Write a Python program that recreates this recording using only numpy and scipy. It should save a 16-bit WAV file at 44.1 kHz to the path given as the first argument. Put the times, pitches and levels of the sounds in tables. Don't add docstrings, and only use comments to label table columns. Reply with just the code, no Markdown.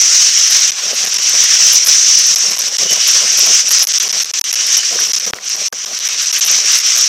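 import sys
import numpy as np
from scipy import signal
from scipy.fft import rfft, irfft, next_fast_len
from scipy.io import wavfile
from scipy.ndimage import uniform_filter1d, map_coordinates

SR = 44100
rng = np.random.default_rng(int(sys.argv[2]) if len(sys.argv) > 2 else 0)


def to_linear_factor(level_db):
    exponent = np.asarray(level_db, float) / 20
    return 10 ** exponent


def generate_wav(sig):
    pcm = np.round(np.clip(np.atleast_2d(sig).T, -1, 1) * 32767).astype(np.int16)
    wavfile.write(sys.argv[1], SR, pcm)


N = 312228

# (time [s], level [dB], fullness of the body [dB])
STEAM = [(0, -7, -1.5), (.69, -9.5, 0.5), (.8, -15, 1.5), (1.21, -10, 0.5), (1.32, -8, 1.5),
         (2.03, -6.5, -2), (2.6, -12.5, -1), (3.05, -8.5, .8), (3.72, -8, -2), (4.17, -14.5, -0.7),
         (4.62, -12, 0.5), (4.74, -9.5, -0.6), (5.64, -16.5, -0.8), (5.72, -19.5, -1.6), (6.13, -17.5, 1.5),
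         (6.21, -12, 0.5), (6.89, -9, 1.3), (7.07, -11, -1)]
CALM_DB = -42.5


def unit(x):
    return x / np.sqrt(np.mean(x ** 2) + 1e-20)


def along(points, hz):
    f, v = np.transpose(points)
    return np.interp(np.log(hz + 1), np.log(f + 1), v)


def curves(rows):
    s, *columns = np.transpose(rows)
    return [np.interp(np.arange(N) / SR, s, column) for column in columns]


def wobble(rate):
    knots = rng.standard_normal(int(N * rate / SR) + 4)
    return map_coordinates(knots, [np.arange(N) * rate / SR])


def filtered(x, response):
    m = next_fast_len(N + 8192)
    hz = np.fft.rfftfreq(m, 1 / SR)
    return irfft(rfft(x, m) * response(hz), m)[..., :N]


def rush(response, patchy_db):
    z = signal.stft(rng.standard_normal(N + 512), nperseg=512)[2]
    patches = uniform_filter1d(rng.standard_normal(z.shape), size=6, axis=0)
    patches = uniform_filter1d(patches, size=8, axis=1)
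    noise = signal.istft(z * to_linear_factor(patchy_db * unit(patches)), nperseg=512)[1][:N]
    return unit(filtered(noise, response))


def bumps(rows, edge_s):
    out, t = np.zeros(N), np.arange(N) / SR
    for s, length, height in rows:
        near = slice(max(int((s - .03) * SR), 0), int((s + length + .03) * SR))
        inside = np.minimum(t[near] - s, s + length - t[near])
        shape = np.clip(inside / edge_s + 1, 0, 1)
        out[near] = np.maximum(out[near], height * shape)
    return out


def tents(rows, rise, fall, floor):
    coarse = np.arange(0, N, 64)
    late = coarse / SR - np.array(rows)[:, :1]
    top = np.array(rows)[:, 1:] - np.where(late < 0, -rise * late, fall * late)
    return np.interp(np.arange(N), coarse, np.maximum(top.max(axis=0), floor))


def level():
    # (deepest time [s], depth [dB], recovery [s])
    ducks = np.array([(.73, 8.5, 0.056), (.94, 5.5, 0.034), (1.1, 3.5, .03), (1.205, 6.5, 0.017),
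                      (1.47, 3, 0.11), (1.81, 4.5, 0.071), (2.39, 0, 0.067), (2.56, 6, 0.028),
                      (2.71, 7.5, 0.071), (2.879, 8.5, 0.022), (2.97, 7, .06), (3.24, 2, 0.079),
                      (3.47, 2, .06), (3.64, 7, 0.052), (4.27, 10, 0.082), (4.45, 7, 0.094),
                      (4.57, 2, 0.062), (4.82, 7, 0.034), (4.94, 3.5, 0.14), (5.09, 8, 0.058),
                      (5.225, 6, 0.13), (5.35, 14.5, .09), (5.4, 19, 0.069), (5.58, 6, 0.027),
                      (5.75, 5, 0.088), (5.875, 4, 0.15), (6, 5, 0.047), (6.46, 2.5, 0.04),
                      (6.63, 6, 0.036), (6.82, 6.5, 0.026)])
    recovery_db_per_s = ducks[:, 1:2] / ducks[:, 2:]
    return curves(STEAM)[0] - tents(ducks[:, :2], 184, recovery_db_per_s, 0)


def jets():
    # (frequency [Hz], density [dB per Hz])
    jet_spectrum = [(100, -14), (600, -6.5), (1200, -4.5), (2000, -1), (3000, 1), (4200, -1), (7000, -13.5),
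                    (8600, -13.5), (9600, -37), (12000, -23), (15000, -20.5), (18000, -38)]
    # (centre [Hz], width [Hz], level [dB])
    capsule = [(5845, 974, -6), (5627, 1600, -3.5)]
    body_db, body_holds, loud_db = -10, 0.26, -13
    body_level = body_db + curves(STEAM)[1] + body_holds * (loud_db - level())

    def peak(f):
        modes = [to_linear_factor(db) * 1j * f * w / (c * c - f * f + 1j * f * w) for c, w, db in capsule]
        return sum(modes) ** 2

    def port(f):
        return to_linear_factor(-6 / (1 + (9100 / (f + 1)) ** 24))

    spit = to_linear_factor(1.19 * wobble(11) + 1.0 * wobble(36) + 0.86 * wobble(150))
    body = to_linear_factor(body_level + 2.5) * rush(lambda f: to_linear_factor(along(jet_spectrum, f)), patchy_db=1.35)
    resonance = rush(peak, patchy_db=1.5)
    return filtered(unit(spit) * (resonance + body), port)


def wind():
    # (start time [s], length [s], buffet [dB])
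    gusts = [(0.487, 0.086, -42), (.79, 0.099, -32), (0.907, 0.047, -28.5), (0.985, .1, -34),
             (1.177, 0.024, -31.5), (1.287, .08, -34), (1.412, 0.035, -33), (1.596, 0.14, -36),
             (1.87, 0.018, -35), (2.286, .06, -35.5), (2.449, .1, -31.5), (2.57, .16, -33),
             (2.806, 0.064, -30), (2.915, 0.068, -29.5), (3.152, 0.046, -36), (3.21, 0.064, -31),
             (3.315, 0.092, -35), (3.436, 0.08, -29.5), (3.7, 0.18, -37.5), (4.034, 0.17, -33.5),
             (4.656, 0.032, -34.5), (4.911, 0.061, -29), (5.015, 0.095, -33.5), (5.272, 0.031, -26.5),
             (5.35, 0.052, -37), (5.55, 0.084, -34), (5.721, 0.015, -31), (5.847, .08, -34.5),
             (6.504, 0.083, -33), (6.96, 0.026, -35)]
    return CALM_DB + bumps([(s, length, db - CALM_DB) for s, length, db in gusts], edge_s=.02)


def flurries():
    shortest_s, push_db, scatter_db, growth = 0.00396, 9, 1.5, .08
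    when, long, hard = rng.random(size=(150, 3)).T
    s = (np.arange(len(when)) + when) / len(when) * (N - 1) / SR
    above_calm_db = wind()[(s * SR).astype(int)] - CALM_DB
    push = push_db + scatter_db * (2 * hard - 1) + growth * above_calm_db
    return list(zip(s, shortest_s * (1 + 2 * long ** 2), push))


def amplifier(hiss):
    # (time [s], length [s], push [dB])
    leans = [(.497, 0.018, 13), (.941, .025, 13), (1.047, 0.023, 15.5), (1.17, .019, 13),
             (1.724, 0.026, 15), (1.843, 0.042, 17), (2.558, 0.037, 18), (2.675, 0.015, 12),
             (3.033, 0.058, 11.5), (3.314, 0.021, 9.5), (3.373, 0.026, 15), (3.688, .039, 16),
             (3.778, 0.024, 11), (3.824, 0.032, 17), (3.872, 0.015, 17), (4.027, 0.015, 12),
             (4.074, .018, 13), (4.218, 0.035, 13), (4.525, .025, 19), (4.654, .036, 12),
             (4.754, 0.026, 13), (4.995, .016, 13), (5.046, .034, 10.5), (5.186, .011, 22),
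             (6.221, .046, 14.5), (6.326, 0.025, 13), (6.382, .022, 22), (6.443, 0.033, 16.5),
             (6.77, 0.043, 13), (6.957, 0.03, 14.5)]
    # (time [s], push [dB])
    flicks = [(.569, 12), (.602, 13), (1.001, 13), (1.085, 12), (1.131, 7), (1.23, 13), (1.292, 13),
              (1.338, 12.5), (1.393, -3), (1.433, 13.5), (1.593, 10), (1.667, 9), (1.682, 10),
              (2.188, 11.5), (2.266, 11), (2.33, 10), (2.38, 15), (2.503, 16), (2.924, 12), (3.109, 12),
              (3.461, 13), (3.648, 11), (4.053, 14), (4.794, 14), (5.446, 15.5), (6.556, 9), (6.625, 11),
              (6.719, 16.5), (6.866, 14), (7.008, 11.5)]
    # (time [s], length [s], depth [dB])
    stalls = [(.709, .008, 34), (1.174, .009, 12), (2.351, .007, 21), (2.577, .005, 27), (2.771, .011, 31),
              (3.6955, .0105, 14), (3.843, .007, 13), (3.852, .018, 41), (3.926, .005, 24),
              (3.986, .012, 33), (4.083, .004, 26), (4.118, .008, 24), (4.236, .008, 38), (4.315, .02, 43),
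              (4.397, .014, 46), (4.418, .022, 82), (4.517, .01, 40), (4.548, .007, 24), (5.122, .011, 36),
              (5.157, .004, 36), (5.193, .004, 21), (5.258, .004, 27), (5.311, .02, 44),
              (5.3335, .0062, 30), (5.685, .039, 46), (5.851, .008, 22), (6.08, .007, 23),
              (6.317, .009, 31), (5.704, .018, 85), (6.402, .006, 24)]
    # (time [s], depth [dB])
    pinches = [(1.058, 18), (1.0665, 11), (1.138, 20), (1.858, 16), (2.5265, 18), (2.561, 18), (2.586, 22),
               (2.6135, 25), (2.631, 16), (3.789, 24), (3.9335, 18), (4.0905, 15), (4.195, 16), (4.252, 22),
               (4.534, 19), (4.764, 14), (5.216, 14), (5.339, 17), (5.349, 16), (5.394, 12), (5.489, 20),
               (5.494, 17), (5.56, 20), (5.736, 18), (5.985, 24), (5.994, 25), (6.2535, 17), (6.457, 14),
               (6.797, 16), (6.968, 18)]
    flick_s, pinch_s = .01, .0025
    touches = stalls + [(s, pinch_s, db) for s, db in pinches]
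    stall_db = bumps(touches, edge_s=.001)
    approach = bumps([(s, length, min(.22 * db, 4.6)) for s, length, db in touches], edge_s=.005)
    all_leans = leans + [(s, flick_s, db) for s, db in flicks] + flurries()
    push = np.maximum(.22 * bumps(all_leans, edge_s=0.0013), approach) + 0.51 * wobble(200)
    headroom = 4.17 + 0.28 * wobble(60) - push
    knee = .08

    def rail(v):
        return -knee * np.logaddexp(0, (headroom - v) / knee)

    memory = np.exp(-1 / (0.002 * SR))
    rebound_db = 6 * signal.lfilter([1 - memory], [1, -memory], stall_db > 12)
    return (rail(hiss) - rail(0)) * to_linear_factor(rebound_db - .93 * stall_db), stall_db


def wind_gaps(x):
    # (centre [Hz], width [Hz], depth [dB])
    notches = [(297, 184, -43), (907, 185, -17)]

    def gap(f, c, w, db):
        return (c * c - f * f + 1j * f * w * to_linear_factor(db)) / (c * c - f * f + 1j * f * w)

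    return filtered(x, lambda f: np.prod([gap(f, *row) for row in notches], axis=0))


def buffet():
    # (frequency [Hz], density [dB per Hz])
    thump_spectrum = [(20, -58), (90, -29), (200, -5), (400, -1), (700, -3.5), (1000, -3), (2000, -22)]
    lumps = to_linear_factor(1.2 * wobble(25) + 2.4 * wobble(90))
    gusting = rush(lambda f: to_linear_factor(along(thump_spectrum, f)), patchy_db=2.5)
    thumps = unit(wind_gaps(lumps * gusting))
    rumble = rush(lambda f: f / (f + 60) / (1 + (f / 130) ** 4), patchy_db=-4)
    return to_linear_factor(wind() - 1.5) * thumps + to_linear_factor(-73) * rumble


def stray(x):
    # (frequency [Hz], level [dB])
    stray_spectrum = [(30, -16), (300, -12), (1000, -23), (3000, -38), (6000, -30), (9000, -22.5),
                      (15000, -13)]
    z = signal.stft(x, nperseg=1024)[2]
    blocks = z.shape[1] // 2 + 1
    frames = np.repeat(rng.random(blocks) < .2, 2)[:z.shape[1]]
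    bands = rng.random((33, blocks)) < .35
    bands = np.repeat(np.repeat(bands, 16, axis=0), 2, axis=1)[:z.shape[0], :z.shape[1]]
    turn = np.exp(2j * np.pi * rng.random(z.shape))
    leak = signal.istft(z * turn * frames * bands, nperseg=1024)[1][:N]
    return filtered(leak, lambda f: to_linear_factor(along(stray_spectrum, f) + 2))


def knocks():
    # (time [s], peak [dB], pitch [Hz])
    hits = [(0.854, -16, 568), (0.93, -12, 560), (1.029, -24, 1650), (1.185, -9, 1720), (1.44, -11, 1470),
            (2.925, -9.5, 590), (3.433, -18, 467), (4.927, -12, 660), (4.989, -1, 1560), (5.021, -19, 420),
            (5.094, -24, 397), (5.27, -27, 437), (5.365, -18, 1300), (5.386, -7.5, 1890), (5.728, -4, 1560),
            (5.734, -20, 480), (5.864, -29, 540), (5.912, -17.5, 633)]
    out, t = np.zeros(N + SR), np.arange(SR // 20) / SR
    for s, db, hz in hits:
        tone = np.sin(2 * np.pi * hz * t) + .5 * np.sin(2 * np.pi * 0.79 * hz * t)
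        ring = to_linear_factor(-60 * t * hz / 12) * (1 - np.exp(-t / 0.0033)) * tone
        out[round(s * SR):][:len(t)] += to_linear_factor(db - 10.0) * ring / np.abs(ring).max()
    return out[:N]


def whistle():
    # (peak time [s], level [dB])
    swells = [
        (1.26, -23),
        (2.91, -19),
        (3.02, -19),
        (4.62, -24),
        (4.78, -19.5),
    ]
    level_db = tents(swells, rise=120, fall=142, floor=-47)
    tone = rush(lambda f: 1 / (1 + ((f - 2980) / 90) ** 2), patchy_db=3.5)
    return to_linear_factor(1.77 * level_db + 14.0) * tone


def pops():
    # (time [s], peak [dB])
    flips = [
        (5.3353, 0),
    ]
    # (frequency [Hz], decay by 60 dB [s], level [dB])
    ringing = [(770, 0.011, -17), (1420, 0.0022, 4.5), (420, 0.011, -13), (110, 0.013, -18)]
    out, t = np.zeros(N + SR), np.arange(SR // 20) / SR
    ring = sum(to_linear_factor(db - 60 * t / t60) * np.cos(2 * np.pi * hz * t) for hz, t60, db in ringing)
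    crossing_s = .0004
    crossing = -.5 * np.sin(2 * np.pi * 4300 * t) * (t < crossing_s)
    for s, db in flips:
        out[round(s * SR):][:len(t)] += to_linear_factor(db) * ring
        out[round((s - crossing_s) * SR):][:len(t)] += to_linear_factor(db) * crossing
    return out[:N]


def scene():
    return np.tile(jets(), (2, 1))


def top_cut(x):
    return signal.sosfilt(signal.butter(12, 15690, fs=SR, output="sos"), x)


def record(dry):
    hiss, stall_db = amplifier(dry[0])
    cut_hz, lift_hz, lift_db = 1100, 10500, 3

    def colour(f):
        return (1j * f / (cut_hz + 1j * f)) ** 2 * to_linear_factor(lift_db / (1 + (lift_hz / (f + 1)) ** 8))

    hiss = wind_gaps(filtered(hiss, colour))
    sound = to_linear_factor(level() - 0.3) * hiss
    sound = sound + to_linear_factor(-.8 * stall_db) * (buffet() + whistle())
    sound = sound + knocks() + pops()
    sound = filtered(sound, lambda f: 1 / (1 + (f / 15500) ** 80))
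    sound = sound / (1 + np.abs(sound / .96) ** 8) ** (1 / 8)
    return top_cut(sound + np.outer([1, -1], stray(sound)))


dry = scene()
out = record(dry)
generate_wav(out)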